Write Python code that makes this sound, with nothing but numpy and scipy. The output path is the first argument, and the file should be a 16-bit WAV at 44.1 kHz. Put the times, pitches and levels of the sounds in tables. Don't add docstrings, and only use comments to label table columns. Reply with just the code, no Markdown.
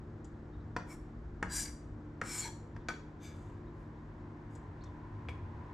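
import sys
import numpy as np
from scipy import signal
from scipy.fft import rfft, irfft, next_fast_len
from scipy.io import wavfile
from scipy.ndimage import uniform_filter1d, map_coordinates

SR = 44100
rng = np.random.default_rng(int(sys.argv[2]) if len(sys.argv) > 2 else 0)


def put_to_file(sound):
    columns = np.atleast_2d(sound).T
    safe = np.clip(columns, -1, 1)
    whole_steps = np.round(safe * 32767)
    wavfile.write(sys.argv[1], SR, whole_steps.astype(np.int16))


N = 252781
T = np.arange(N) / SR
HIT_T = T[:SR // 2]

# frequency in Hz, width in Hz,
# gain in dB as the contact travels outward, then levels in dB sweeping out, sweeping back, sliding flat, tapped.
BLADE_MODES = [(950, 36, -5.5, -10.5, -13, -11, 1), (1239, 19.6, -1, -23, -23, -14, 3),
               (1515, 28, 1, -24, -5.5, -9, 8.5), (1667, 55, -6.5, 0, -8.5, -4, -16),
               (2020, 55, 0, -10, -9.5, -14, -24), (2313, 67, -0.5, -13, -6, 1.5, 8.5),
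               (3315, 26, -10.5, -15, -9, -16, -4.5), (3570, 90, 1, -26, -28, -1, 0),
               (4000, 65, -7, -9, -13, -14, -5.5), (4200, 130, -3, -25, -12.5, -21, -16),
               (4400, 130, -3, -26, -12, -19, -18), (4590, 17, 0, -14, -20.5, -5, -9),
               (4825, 45, -7.5, 3.5, -18.5, -1, -7), (5080, 130, -3, -15, -14, -15, -17),
               (5280, 56, 4.5, -18.5, -3.5, -19, -10), (5650, 80, -1, -6, -8, -15, -15),
               (5820, 55, 0, 3, -12, -14, -5), (6190, 65, -0.5, -15, -18, 0.5, -7.5),
               (6750, 50, -4, 0.5, -11.5, -2, -4), (7095, 28, -1.5, 6, 4, -7, -9),
               (7650, 48, -2, 4.5, 4, -3, -13.5), (8160, 70, 3, -2, -2, -16, -15),
               (8790, 130, 0.5, -1, -5.5, -24, -27), (9500, 240, 0.5, -7.5, -11.5, -29, -19),
               (10270, 76, -2.5, -9, -13, -17, -30), (11800, 200, -1, -12, -16, -15, -18)]
# frequency in Hz, relative level in dB per Hz.
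STEEL_SPECTRUM = [(1500, -18), (3000, -5.5), (5000, -12.5), (7000, 0), (8900, -6), (10800, -13),
                  (12300, -13.5), (15500, -28)]
# frequency in Hz, relative level in dB per Hz.
WOOD_SPECTRUM = [(200, -8.5), (480, -0.5), (640, -5), (900, 6.5), (1400, 1), (2300, -5), (2900, -12.5),
                 (5000, -47)]
# frequency in Hz, relative level in dB, 60 dB decay time in seconds.
BOARD_MODES = [(165, -12, .11), (330, -13, .06), (500, -4, .05), (720, -3.5, .035), (830, -6, .03),
               (960, -3, .035), (1130, -14, .03), (1280, -3.5, .03), (1440, -2, .035), (1640, -1, .035),
               (1860, 0, .028), (2050, -4, .022), (2450, -11, .02)]
# frequency in Hz, relative level in dB per Hz.
CLICK_SPECTRUM = [(800, 13.5), (2400, -7), (3200, 3), (4000, -2.5), (5400, 2.5), (7200, -16), (8500, -12),
                  (9600, -21.5), (12000, -21.5), (15500, -59.5)]
# frequency in Hz, relative level in dB per Hz.
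THUD_SPECTRUM = [(40, -9.5), (90, 1.5), (165, 10.5), (260, -8), (420, -7.5), (700, -12.5), (1500, -60)]


def amp(db):
    return 10 ** (np.asarray(db) / 20)


def unit(x):
    return x / np.sqrt(np.mean(x ** 2) + 1e-20)


def along(points, hz):
    f, v = np.transpose(points)
    return np.interp(np.log(hz + 1), np.log(f + 1), v)


def wobble(rate):
    knots = rng.standard_normal(int(N * rate / SR) + 4)
    return map_coordinates(knots, [T * rate])


def filtered(x, response):
    n = x.shape[-1]
    m = next_fast_len(n + SR // 4)
    hz = np.fft.rfftfreq(m, 1 / SR)
    return irfft(rfft(x, m) * response(hz), m)[..., :n]


def coloured(x, spectrum):
    return unit(filtered(x, lambda hz: amp(along(spectrum, hz))))


def decay_time(width_hz):
    return np.log(1000) / (np.pi * width_hz)


def burst(x, rise_s=0.00013):
    x = x * (1 - np.exp(-(HIT_T / rise_s) ** 2))
    return x / np.sqrt(np.sum(x ** 2) / (SR / 100) + 1e-20)


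def ring(modes):
    total = np.zeros(len(HIT_T))
    for hz, db, t60 in modes:
        decay = amp(db + rng.normal() - 60 * HIT_T / t60)
        total += decay * np.sin(2 * np.pi * (hz * HIT_T + rng.random()))
    return burst(total)


def puff(spectrum, t60):
    noise = coloured(rng.standard_normal(len(HIT_T)), spectrum)
    return burst(noise * amp(-60 * HIT_T / t60))


def add(track, s, sound):
    part = track[round(s * SR):][:len(sound)]
    part += sound[:len(part)]


def chops(settle_s=0.001213, first_touch=0.6, focus_db=22):
    # start in seconds, levels in dB of knock, edge click, low thud and blade ring,
    # pitch in Hz where the ring peaks, tilt of the board modes in dB per octave.
    landings = [(0.7643, -33.5, -45, -40, -54, 5000, -.3), (1.4269, -32, -45.5, -38.5, -54, 6600, 0),
                (2.2144, -34, -50, -43, -56, 6700, .3), (2.7639, -52, -63, -66, -72, 5400, 1)]
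    grip_hz = 35
    out = np.zeros(N)
    push = np.clip(first_touch + HIT_T / (2 * settle_s), 0, 1)
    for s, knock_db, click_db, thud_db, blade_db, peak_hz, tilt_db in landings:
        upper = [(hz, -focus_db * abs(np.log2(hz / peak_hz)), decay_time(w + grip_hz))
                 for hz, w, *_ in BLADE_MODES if hz > 3000]
        board = [(hz, db + tilt_db * np.log2(hz / 1000), t60) for hz, db, t60 in BOARD_MODES]
        wood = burst(push * (ring(board) + amp(-1.5) * puff(WOOD_SPECTRUM, t60=0.047)))
        click = amp(click_db) * push * puff(CLICK_SPECTRUM, t60=0.032)
        steel = click + amp(blade_db) * ring(upper)
        thud = amp(thud_db) * puff(THUD_SPECTRUM, t60=0.14)
        add(out, s, amp(knock_db) * wood + steel + thud)
    return out


def sing(hz, width_hz, turns=0):
    steadiness, skirt = .42, 7
    swing = rng.standard_normal(len(HIT_T))
    for width in (width_hz, skirt * width_hz):
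        pole = np.exp((2j * hz - width) * np.pi / SR)
        swing = signal.lfilter([1], [1, -pole], swing)
    size = np.sqrt(abs(uniform_filter1d(abs(swing) ** 2, SR // 200)))
    bent = (swing * np.exp(2j * np.pi * turns)).real
    return unit(bent / (size + 1e-9) ** steadiness)


def friction(rough_db, grain):
    n = len(HIT_T)
    slips = rng.standard_normal(n) * np.exp(grain * rng.standard_normal(n))
    return unit(slips * amp(rough_db * wobble(900)[:n]))


def scrapes(pressure_db=.5):
    # touch in seconds,
    # lift in seconds, fastest moment in seconds, half length of the swing in seconds,
    # travel of the contact (1 outward, -1 inward), ring in dB, hiss in dB, hiss tilt in dB per octave,
    # wood in dB, how the blade is held.
    sweeps = [(0.847, 0.962, 0.922, 0.033, -.3, -66.5, -64, 5, -61.5, "back"),
              (1.476, 1.711, 1.583, 0.042, 1, -39, -45, 4.5, -63, "out"),
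              (2.206, 2.499, 2.365, 0.065, -1, -45, -49, 2.5, -58, "back"),
              (3.189, 3.363, 3.256, 0.035, 0, -60, -66.5, -4, -80, "flat"),
              (3.293, 3.624, 3.325, 0.14, 0, -82, -76, -3, -70, "flat"),
              (3.7, 3.9, 3.81, 0.044, 0, -91, -90, 6, -80, "flat"),
              (4.46, 4.6, 4.54, 0.026, 0, -82, -80, 1, -78, "flat")]
    press_s, lift_s = 0.051, 0.017
    speed_hz, speed_law = 6960, 0.89
    steepest_hz = 8500
    rub_hz = 12
    grit_db, grit_per_s = 1.5, 520
    out = np.zeros(N)
    for touch, lift, fastest, length, travel, ring_db, hiss_db, tilt_db, wood_db, pose in sweeps:
        column = ("out", "back", "flat").index(pose)
        place = travel * np.clip((touch + HIT_T - fastest) / (2 * length), -1, 1)
        blade, sizes = np.zeros(len(HIT_T)), []
        for hz, w, lean_db, *levels in BLADE_MODES:
            size = amp(levels[column]) * np.sqrt(w)
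            blade += size * amp(lean_db * place) * sing(hz, w + rub_hz)
            sizes.append(size)
        blade /= np.linalg.norm(sizes)
        tilted = [(hz, db + tilt_db * np.log2(hz)) for hz, db in STEEL_SPECTRUM]
        hiss = coloured(friction(rough_db=1, grain=0.45), tilted)
        wood = coloured(friction(rough_db=1.5, grain=0.35), WOOD_SPECTRUM)
        rubbing = amp(ring_db) * blade + amp(hiss_db) * hiss + amp(wood_db) * wood
        hz, t, z = signal.stft(rubbing, SR, nperseg=256)
        height = np.clip(hz, hz[2], steepest_hz)[:, None] / speed_hz
        speed = np.exp(-.5 * ((touch + t - fastest) / length) ** 2)
        pressure = np.clip(np.minimum(t / press_s, (lift - touch - t) / lift_s), 0, 1)
        z = z * pressure * speed ** (height ** speed_law)
        add(out, touch, signal.istft(z, nperseg=256)[1])
    return out * amp(pressure_db * wobble(60) + grit_db * wobble(grit_per_s))


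def shifting(x, depth_db, size=(4, 13)):
    z = signal.stft(x, nperseg=256)[2]
    field = uniform_filter1d(rng.standard_normal(z.shape), size[0], 0)
    field = unit(uniform_filter1d(field, size[1], 1))
    return signal.istft(z * amp(depth_db * field), nperseg=256)[1][:N]


def squeaks():
    # middle in seconds, half length in seconds, pitch in Hz,
    # glide in Hz per second, level in dB.
    catches = [(0.915, 0.014, 2240, -1500, -57.5), (0.919, 0.017, 5500, 6000, -63.5),
               (0.93, 0.01, 6960, 0, -71), (1.529, .016, 7760, -1500, -49), (1.633, 0.0037, 4830, 0, -44),
               (1.634, 0.0056, 5930, 3.5, -46.5), (1.658, .004, 4750, 0, -49.5),
               (1.669, 0.013, 2200, 1, -57), (2.274, 0.017, 7560, 2, -55), (2.316, 0.021, 5420, -3200, -54),
               (2.326, .025, 2265, 3, -52.5), (2.362, 0.0095, 8670, -4000, -50.5),
               (2.398, 0.011, 7130, 3, -38.5), (2.397, 0.011, 7600, -3000, -47),
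               (2.431, 0.019, 4350, -5000, -50), (2.447, 0.018, 2250, -1500, -51),
               (2.457, .014, 5830, 1, -51), (2.46, 0.0081, 922, 0, -46.5), (2.489, 0.009, 907, 0, -53)]
    t = HIT_T - HIT_T.mean()
    out = np.zeros(N)
    for s, length, hz, glide, db in catches:
        swell = np.exp(-.5 * (t / length) ** 2)
        voice = sing(hz, .022 * hz, turns=glide * t ** 2 / 2)
        add(out, s + t[0], amp(db) * swell * voice)
    return out


def taps(slope_db=34, knock_lag_s=0.002466):
    # start in seconds, levels in dB of ring, click and board knock,
    # lowest and highest pitch in Hz that the contact excites, factor on mode width from the damping hand.
    contacts = [(2.8857, -36.5, -45.5, -40, 1300, 7900, 1.3), (2.9022, -46, -67, -46.5, 1200, 1800, 4),
                (2.938, -52.5, -70, -66, 1450, 4000, 1.2), (5.2865, -47, -60, -46, 2200, 3200, 3.2),
                (5.2922, -51, -61, -55, 1980, 2600, 2.3)]
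    out = np.zeros(N)
    for s, ring_db, click_db, knock_db, low_hz, high_hz, damping in contacts:
        modes = []
        for hz, w, *_, tapped_db in BLADE_MODES:
            octaves_outside = abs(np.log2(hz / np.clip(hz, low_hz, high_hz)))
            modes.append((hz, tapped_db - slope_db * octaves_outside, decay_time(w * damping)))
        low_board = ring([mode for mode in BOARD_MODES if mode[0] < 1500])
        rasp = puff(WOOD_SPECTRUM, t60=.035)
        wood = burst(low_board + rasp + amp(-6) * puff(THUD_SPECTRUM, t60=.09))
        click = amp(-0.5) * puff(CLICK_SPECTRUM, t60=0.037)
        hiss = amp(-11) * puff(STEEL_SPECTRUM, t60=0.074)
        add(out, s, amp(ring_db) * ring(modes) + amp(click_db) * (click + hiss))
        add(out, s + knock_lag_s, amp(knock_db) * wood)
    return out


def ticks(focus_db=28):
    # start in seconds, level in dB, pitch in Hz where the ring peaks.
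    grazes = [(0.245, -66, 6850), (4.552, -66.5, 7700), (4.838, -67.5, 5100)]
    # frequency in Hz, relative level in dB, 60 dB decay time in seconds.
    bowl_modes = [(4300, -8, .02), (5350, -7, .02), (5950, -2, .025), (6650, -3, .025), (7090, -2, .05),
                  (7700, -3, .05), (8750, -5, .03), (11800, -18, .02)]
    out = np.zeros(N)
    for s, db, peak_hz in grazes:
        modes = [(hz, level - focus_db * abs(np.log2(hz / peak_hz)), t60) for hz, level, t60 in bowl_modes]
        for delay in (0, .005):
            add(out, s + delay, amp(db) * (ring(modes) + puff(CLICK_SPECTRUM, t60=0.066)))
    return out


def bird():
    # start in seconds, length in seconds, top pitch in Hz before the warble,
    # share by which the ends lie lower, level in dB.
    notes = [(0.529, 0.034, 3750, .08, -74.5), (0.599, 0.02, 4000, .2, -77), (2.796, 0.035, 3630, .2, -76),
             (3.66, 0.037, 3880, .2, -78.5), (4.806, .034, 4400, .27, -66.5),
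             (4.851, 0.032, 3680, .16, -68.5)]
    out = np.zeros(N)
    for s, length, top_hz, arch, db in notes:
        u = np.linspace(-1, 1, int(length * SR))
        warble = .006 * wobble(700)[:len(u)]
        hoarseness = .3 * wobble(1800)[:len(u)]
        pitch = top_hz * (1 - arch * u ** 2 + warble)
        tone = np.sin(2 * np.pi * np.cumsum(pitch) / SR)
        add(out, s, amp(db) * np.sqrt(1 - u ** 2) * (1 + hoarseness) * tone)
    return out


def diffuse(pair):
    # frequency in Hz, left-right correlation.
    likeness = [(60, 0.64), (150, 1), (380, 0.87), (950, 0.6), (2400, 0.25), (6000, 0.78), (8500, 1),
                (12000, 0.5)]

    def mid_side(hz):
        angle = np.arccos(np.clip(along(likeness, hz), 0, 1)) / 2
        return np.array([np.cos(angle), np.sin(angle)])
    mid, side = filtered(pair, mid_side)
    return np.array([mid + side, mid - side])


def appliance():
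    # frequency in Hz, rms level in dB, unsteadiness in dB.
    tones = [(108, -59, 2.5), (151.5, -56.5, 0), (228, -60, 1.5), (237.1, -71.5, 2), (299.7, -59, 2),
             (329.6, -65, 3.5), (352.9, -62.5, 3), (420.7, -74.5, 3.5)]
    hum = np.zeros(N)
    for hz, db, waver_db in tones:
        phase = 2 * np.pi * hz * T + 0.36 * waver_db * wobble(6)
        hum += amp(db) * unit(amp(waver_db * wobble(7)) * np.sin(phase))
    return hum


def low_background():
    # middle in seconds, half length in seconds, rise of the rumble in dB, of the boom in dB.
    swells = [(.6, 0.063, 5, 3), (1.447, 0.26, 9.5, -2), (4.3, 0.3, -4, -1.5), (4.885, 0.023, 2, 12.5),
              (5.405, 0.13, -2, 11)]
    # frequency in Hz, relative level in dB per Hz.
    rumble_spectrum = [(14, -47.5), (25, 14.5), (33, 13.5), (43, 24), (65, 22), (85, -6.5), (130, -60)]
    # frequency in Hz, relative level in dB per Hz.
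    boom_spectrum = [(50, -7), (72, 11.5), (97, 17), (115, 12.5), (132, -30), (200, -70.5)]
    rumble_db, boom_db, drift_db = -54.5, -52.5, 0.5
    for s, length, rumble_rise, boom_rise in swells:
        bump = np.exp(-.5 * ((T - s) / length) ** 2)
        rumble_db = rumble_db + rumble_rise * bump
        boom_db = boom_db + boom_rise * bump
    rumble = coloured(rng.standard_normal(N), rumble_spectrum)
    boom = coloured(rng.standard_normal(N), boom_spectrum)
    return amp(rumble_db + drift_db * wobble(6.4)) * rumble + amp(boom_db + drift_db * wobble(5.7)) * boom


def air_and_fan():
    # frequency in Hz, relative level in dB per Hz.
    air_spectrum = [(76, -41.5), (130, -6.5), (160, -7), (200, -4), (290, -4), (360, -8), (410, -8),
                    (610, -14.5), (1000, -17), (1700, -22), (2600, -36), (4000, -41), (7500, -48),
                    (9500, -63.5), (12000, -60.5), (15500, -77.5)]
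    # frequency in Hz, relative level in dB per Hz.
    fan_spectrum = [(500, -25), (870, -6.5), (1020, 0.5), (1180, -16.5), (1800, -14.5), (2800, -29),
                    (7500, -49.5), (10000, -58)]
    fan_start_db, fan_rise_db_per_s = -79.5, 4
    air = coloured(diffuse(rng.standard_normal((2, N))), air_spectrum)
    fan = coloured(diffuse(rng.standard_normal((2, N))), fan_spectrum)
    return amp(-55.0) * air + amp(fan_start_db + fan_rise_db_per_s * T) * fan


def room(x, wet_db, wall_s=.022, wall_db=-17):
    # frequency in Hz, 60 dB decay time in seconds.
    decay_times = [(200, .4), (600, .36), (1500, .37), (4000, .42), (7000, .4), (12000, .3)]
    hz, t, z = signal.stft(rng.standard_normal((2, SR * 3 // 4)), SR, nperseg=256)
    decay = amp(-60 * t / along(decay_times, hz)[:, None])
    tail = diffuse(signal.istft(z * decay, SR, nperseg=256)[1])
    tail = tail * np.clip(T[:tail.shape[1]] / 0.0019, 0, 1)
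    tail = tail / np.linalg.norm(tail[0])
    wall = amp(wall_db) * np.pad(x, (round(wall_s * SR), 0))[:N]
    echoes = signal.fftconvolve(x[None], tail, axes=1)[:, :N]
    return x + wall + amp(wet_db) * echoes


def pan(x, left_db, lead_s):
    side = np.array([[.5], [-.5]])
    return filtered(x, lambda hz: amp(side * left_db) * np.exp(2j * np.pi * hz * side * lead_s))


def scene():
    knocks = pan(room(chops(), wet_db=-5.5), left_db=1.0, lead_s=-0.000022)
    touches = room(taps(), wet_db=-5.5) + room(ticks(), wet_db=-9.5)
    rings = pan(touches, left_db=2.5, lead_s=-0.0000086)
    rubbing = shifting(scrapes(), depth_db=1.3) + squeaks()
    strokes = pan(room(rubbing, wet_db=-7.0), left_db=2.0, lead_s=-0.0000054)
    background = appliance() + low_background() + air_and_fan()
    outside = room(bird(), wet_db=-7)
    surroundings = pan(background + outside, left_db=0.78, lead_s=-.000007)
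    return knocks + rings + strokes + surroundings


def record(dry):
    return filtered(dry, lambda hz: hz < 15500)


dry = scene()
out = record(dry)
put_to_file(out)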